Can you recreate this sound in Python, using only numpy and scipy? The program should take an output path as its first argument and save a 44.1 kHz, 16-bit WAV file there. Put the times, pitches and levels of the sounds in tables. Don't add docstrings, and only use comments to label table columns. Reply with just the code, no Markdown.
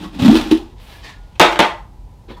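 import sys
import numpy as np
from scipy import signal
from scipy.fft import rfft, irfft
from scipy.io import wavfile

SR = 44100
rng = np.random.default_rng(int(sys.argv[2]) if len(sys.argv) > 2 else 0)


def waveform_to_disk(signal):
    frames = np.transpose(np.atleast_2d(signal))
    scaled = np.clip(frames, -1, 1) * 32767
    samples = np.round(scaled).astype(np.int16)
    wavfile.write(sys.argv[1], SR, samples)


def decibels_to_gain(level_db):
    exponent = np.asarray(level_db, float) / 20
    return 10 ** exponent


N = 105840


def evened(x):
    return x / np.sqrt(np.mean(x ** 2) + 1e-20)


def read(points, hz):
    f, value = np.transpose(points)
    return np.interp(np.log(hz + 1), np.log(f + 1), value)


def curve(points, outside_db=-90):
    s, db = np.transpose(points)
    return decibels_to_gain(np.interp(np.arange(N) / SR, s, db, outside_db, outside_db))


def arch(start_s, length_s):
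    progress = np.clip((np.arange(N) / SR - start_s) / length_s, 0, 1)
    return np.sin(np.pi * progress) ** 2


def colour(x, points):
    log_gain = np.log(decibels_to_gain(read(points, abs(np.fft.fftfreq(N, 1 / SR)))))
    gain = np.exp(np.conj(signal.hilbert(log_gain)))[:N // 2 + 1]
    return irfft(rfft(x) * gain / np.sqrt(np.mean(abs(gain) ** 2)), N)


def resonate(x, hz, width_hz):
    turn = np.exp(2j * np.pi * np.cumsum(hz * np.ones(N)) / SR)
    r = np.exp(-np.pi * width_hz / SR)
    return 2 * (turn * signal.lfilter([1 - r], [1, -r], x / turn)).real


def ring(x, hz, width_hz):
    return resonate(x, hz, width_hz) / (2 - 2 * np.exp(-np.pi * width_hz / SR))


def clicks(times_s, levels_db):
    x = np.zeros(N)
    x[np.round(np.asarray(times_s) * SR).astype(int)] = decibels_to_gain(np.asarray(levels_db))
    return x


def bursts(x, rise_s, t60_s):
    t = np.arange(SR // 2) / SR
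    shape = (1 - np.exp(-t / rise_s)) * decibels_to_gain(-60 * t / t60_s)
    return signal.oaconvolve(x, shape)[:N]


def grit(per_s, spread_db, smooth):
    chance, size = rng.random(N), rng.exponential(1, N)
    noise = rng.standard_normal((2, N))
    slips = (chance < per_s / SR) * decibels_to_gain(spread_db * np.minimum(size, 4)) * noise[0]
    return evened(evened(slips) + smooth * noise[1])


def room(x, wet_db, count=1):
    # pitch_hz, t60_s
    echo_decay = [(150, 0.16), (500, 0.32), (1000, 0.36), (3000, 0.28), (8000, 0.32), (15000, 0.23)]
    wander_per_s = 9
    out = x.copy()
    slots = np.arange(200, SR - 20, 20)
    for k in range(count):
        taps = np.zeros(SR)
        taps[slots + rng.integers(0, 20, len(slots))] = rng.choice([-1., 1.], len(slots))
        hz, t, z = signal.stft(taps, SR, nperseg=256)
        fading = z * decibels_to_gain(-60 * t / read(echo_decay, hz)[:, None])
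        tail = signal.istft(fading, SR, nperseg=256)[1]
        share = 1
        if count > 1:
            turns = np.arange(N) / SR * wander_per_s + k / count
            share = np.cos(np.pi * turns) * np.sqrt(2 / count)
        out += decibels_to_gain(wet_db) * signal.fftconvolve(x * share, tail / np.linalg.norm(tail))[:N]
    return out


def tub():
    # start_s, air_db, wall_db, crack_db
    clips = [(0.189, -22.5, -34, -35.5), (0.201, -42, -22, -53), (0.221, -8.5, -12.5, -21.5),
             (.232, -13, -9, -33), (0.246, -5.5, -3.5, -26.5), (.258, -3, -5, -19),
             (.279, -22.5, 3.5, -21.5), (0.284, -17, 0, -33), (0.293, 2, -6, -35), (0.311, -15.5, -2, -21),
             (0.325, 1, -8, -34), (0.344, -0.5, -17.5, -26.5), (0.353, -3.5, -11, -19),
             (.362, -6, -20, -17.5), (.371, -12.5, -20, -20.5), (0.385, -26, -22, -31),
             (0.411, -34, -37, -27.5), (.43, -24, -30, -41), (0.51, 0.5, -6, -26), (0.512, -33, -34, -15.5),
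             (0.5201, 0.5, -34, -27.5), (0.548, -10, -29, -40), (0.53, -18, -36, -35.5),
             (0.573, -22, -44, -34)]
    # time_s, pitch_hz
    air_note = [(0, 293), (.15, 290), (0.198, 242), (0.252, 240), (0.301, 259.4), (0.341, 302), (.38, 307),
                (.52, 318), (.7, 348)]
    # time_s, pitch_hz
    wall_note = [(0, 189), (.19, 195), (0.249, 206), (0.298, 219.6), (.36, 247), (.52, 240)]
    # start_s, level_db
    puffs = [
        (0.219, -5.5),
        (0.28, -9),
        (0.512, -15.5),
        (2.285, -35.5),
        (2.313, -32.5),
    ]
    # time_s, level_db
    peeling = [(0, -41), (.05, -37.5), (.11, -54.5), (.15, -41.5), (.185, -41.5), (.2, -29), (.3, -27.5),
               (.38, -27), (.48, -37.5), (.54, -33.5), (.62, -52.5), (.74, -61)]
    # pitch_hz, level_db
    crack_tone = [(300, -30), (520, -5), (800, -2.5), (2200, -12.5), (3600, -8.5), (4300, -14.5),
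                  (6700, -26), (16000, -38)]
    # pitch_hz, width_hz, level_db
    rim_modes = [(524, 70, 4.5), (1058, 28, -8), (818, 30, 8.5), (1930, 62, -10.5), (2510, 150, 3.5),
                 (3325, 95, -3.5), (3590, 97, -10), (4700, 130, -10)]
    puff_hz, heave_hz, heave_width_hz = 108.6, 35, 31.7
    swell_hz = 112
    lag_s = 0.003

    s, air_db, wall_db, crack_db = np.transpose(clips)
    t = np.arange(N) / SR
    slips, peel = grit(3000, 1.64, 1.0), curve(peeling)
    boom = resonate(ring(clicks(*np.transpose(puffs)), puff_hz, 49), puff_hz, 106)
    for db, note, width_hz, scrape_db in ((air_db, air_note, 26.1, 23.5),
                                          (wall_db, wall_note, 29.2, 21.5)):
        hz = np.interp(t, *np.transpose(note))
        push = clicks(s + lag_s, db) + 0.016 * decibels_to_gain(scrape_db) * slips * peel
        boom += resonate(ring(push, hz, width_hz), hz, swell_hz)

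    rim = sum(decibels_to_gain(db) * resonate(slips, hz, width_hz) for hz, width_hz, db in rim_modes)
    force = peel + bursts(clicks(s, crack_db), rise_s=0.00065, t60_s=0.032)
    cracks = (colour(slips, crack_tone) + 0.3 * evened(rim)) * force
    heave = resonate(resonate(slips * peel, heave_hz, heave_width_hz), heave_hz, heave_width_hz)
    heave = decibels_to_gain(5) * evened(heave) * 0.006
    return room(0.69 * boom + cracks, wet_db=-8.5) + 0.32 * boom + heave


def lid_drop():
    # start_s, level_db, edge_brightness_db
    strikes = [(1.3547, -50.5, 2), (1.3971, -0.5, 1), (1.403, -7.5, 0.5), (1.411, -10, 0.5),
               (1.417, -13.5, -5.5), (1.427, -15.5, 0.5), (1.45, -10, -1.5), (1.49, -23.5, -1),
               (1.5238, -18.5, -2), (1.5572, -16, -8), (1.591, -4.5, 2.5), (1.602, -10, -5.5),
               (1.621, -7.5, -9), (1.629, -14, -8), (1.649, -22, 1.5), (1.70, -29, -14), (1.779, -38, -9)]
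    # pitch_hz, level_db, t60_s
    lid_modes = [(177, -13, 0.21), (311, -7.5, 0.2), (349.2, -3, .17), (470, -3.5, 0.033),
                 (599, -6.5, 0.17), (853.6, -1, .3), (920, -6.5, 0.32), (704, -7.5, 0.11),
                 (1186, -4, 0.037), (1320, -12.5, 0.19), (1539, -6.5, 0.058), (1690, -12, 0.17),
                 (1972, -14.5, 0.44), (3570, -24, 0.033)]
    # pitch_hz, level_db
    slap_tone = [(90, -38), (190, -11.5), (850, -5.5), (1500, -10), (3600, -14), (4200, -22.5), (8000, -37),
                 (16000, -53.5)]
    slap_db, edge_db = 5, 1

    s, db, bright_db = np.transpose(strikes)
    rattle = grit(4000, 4.43, 0.38) * bursts(clicks(s, db + bright_db), rise_s=0.00015, t60_s=0.066)
    blow = 0.36 * clicks(s, db) + 0.01 * rattle
    modes = sum(decibels_to_gain(mode_db) * ring(blow, hz, 2.64 / t60_s) * (-1) ** k
                for k, (hz, mode_db, t60_s) in enumerate(lid_modes))
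    modes = signal.lfilter(*signal.butter(2, 130, "high", fs=SR), modes)
    snap_db = 4.2 * db + 2 * bright_db + edge_db
    snap = rng.standard_normal(N) * bursts(clicks(s, snap_db), rise_s=0.0001, t60_s=0.0033)
    edge = resonate(snap, 4600, 3100)
    edge += decibels_to_gain(3.5) * resonate(snap, 6200, 2000)
    edge += decibels_to_gain(-16.0) * resonate(snap, 11000, 4000)
    slap = decibels_to_gain(slap_db) * 0.66 * colour(rattle, slap_tone)
    return room(modes + slap + 0.57 * edge, wet_db=-3, count=3) + edge


def rubbing():
    # time_s, level_db
    rub = [(.76, -63), (.8, -48.5), (.85, -51.5), (.9, -43.5), (.96, -47.5), (1.02, -48.5), (1.045, -39.5),
           (1.07, -40), (1.1, -43), (1.14, -52), (1.18, -61.5), (1.24, -59), (1.3, -63.5), (1.34, -59.5),
           (1.395, -58)]
    # pitch_hz, level_db
    rub_tone = [(250, -4), (500, -5.5), (1000, -1.5), (1400, -10.5), (1800, -6.5), (3500, -5),
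                (6000, -15.5), (16000, -39)]
    # start_s, length_s, pitch_hz, level_db
    squeaks = [(1.028, .05, 1800, -42), (1.032, .025, 4520, -46), (.04, .035, 1080, -41),
               (1.74, .1, 850, -47), (.56, .11, 820, -43), (1.055, .081, 1780, -41.5),
               (1.079, .04, 1040, -45), (1.107, .054, 1720, -50), (.887, .12, 1698, -53),
               (1.351, .015, 2550, -49), (1.351, .012, 3200, -51.5), (2.338, .027, 3430, -50),
               (2.36, .039, 960, -41.5), (2.293, .049, 960, -42)]
    airy_hz, airy_width_hz = 7380, 11000
    chime_s, chime_hz, chime_db, chime_t60_s = 1.125, 1435, -54, 0.5

    slips = grit(4000, 1.6, 1.4)
    squeak = sum(decibels_to_gain(db) * evened(resonate(slips, hz, 55)) * arch(start_s, length_s)
                 for start_s, length_s, hz, db in squeaks)
    hiss = resonate(slips, airy_hz, airy_width_hz)
    airy = decibels_to_gain(-56) * hiss * arch(0.79, 0.23) ** 0.2
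    skid = decibels_to_gain(-48) * hiss * arch(1.48, 0.083)
    chime = ring(clicks([chime_s], [chime_db]), chime_hz, 1.1 / chime_t60_s)
    chime = resonate(chime, chime_hz, 16)
    return room(colour(slips, rub_tone) * curve(rub) + squeak + airy + skid, wet_db=-6) + chime


def brushing():
    # time_s, level_db
    brush = [(2.27, -70), (2.285, -41.5), (2.3, -32.5), (2.32, -33.5), (2.345, -50.5), (2.364, -54),
             (2.369, -42), (2.4, -63)]
    # pitch_hz, level_db
    brush_tone = [(60, -13), (150, -5), (350, -2), (700, -17), (1800, -23), (4000, -21.5), (6000, -38.5),
                  (14000, -64.5)]
    # pitch_hz, width_hz, level_db
    inside = [(329, 46, 9), (996, 52, -7), (1740, 87, -17), (3430, 72, -22), (4260, 62, -20)]

    slips = grit(2500, 1.7, 1.2)
    hollow = evened(sum(decibels_to_gain(db) * resonate(slips, hz, width_hz) for hz, width_hz, db in inside))
    scuff = (colour(slips, brush_tone) + 0.34 * hollow) * curve(brush)
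    return room(scuff * decibels_to_gain(-2.5), wet_db=-6)


def hush():
    # pitch_hz, level_db
    hush_tone = [(15, -26.5), (45, 1.5), (100, -5.5), (300, -22), (900, -31), (1400, -40.5), (4000, -43.5),
                 (16000, -55.5)]
    # pitch_hz, width_hz, level_db
    drones = [
        (42.74, 15, -42.5),
        (831, 130, -60),
        (978, 30, -61.5),
    ]

    air = rng.standard_normal((2, N))
    drone = sum(decibels_to_gain(db) * evened(resonate(resonate(air[1], hz, width_hz), hz, width_hz))
                for hz, width_hz, db in drones)
    return decibels_to_gain(-41) * evened(colour(air[0], hush_tone)) + drone


def scene():
    return (tub() + lid_drop() + rubbing() + brushing() + hush())[None]


def top_cut(x):
    return signal.sosfilt(signal.butter(12, 16650, fs=SR, output="sos"), x)


def record(dry):
    heard = signal.sosfilt(signal.butter(12, 15500, fs=SR, output="sos"), dry)
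    clipped = np.clip(heard, -1.0, 1.0)
    mix = signal.lfilter(*signal.butter(2, 25, "high", fs=SR), clipped)
    return top_cut(mix)


dry = scene()
out = record(dry)
waveform_to_disk(out)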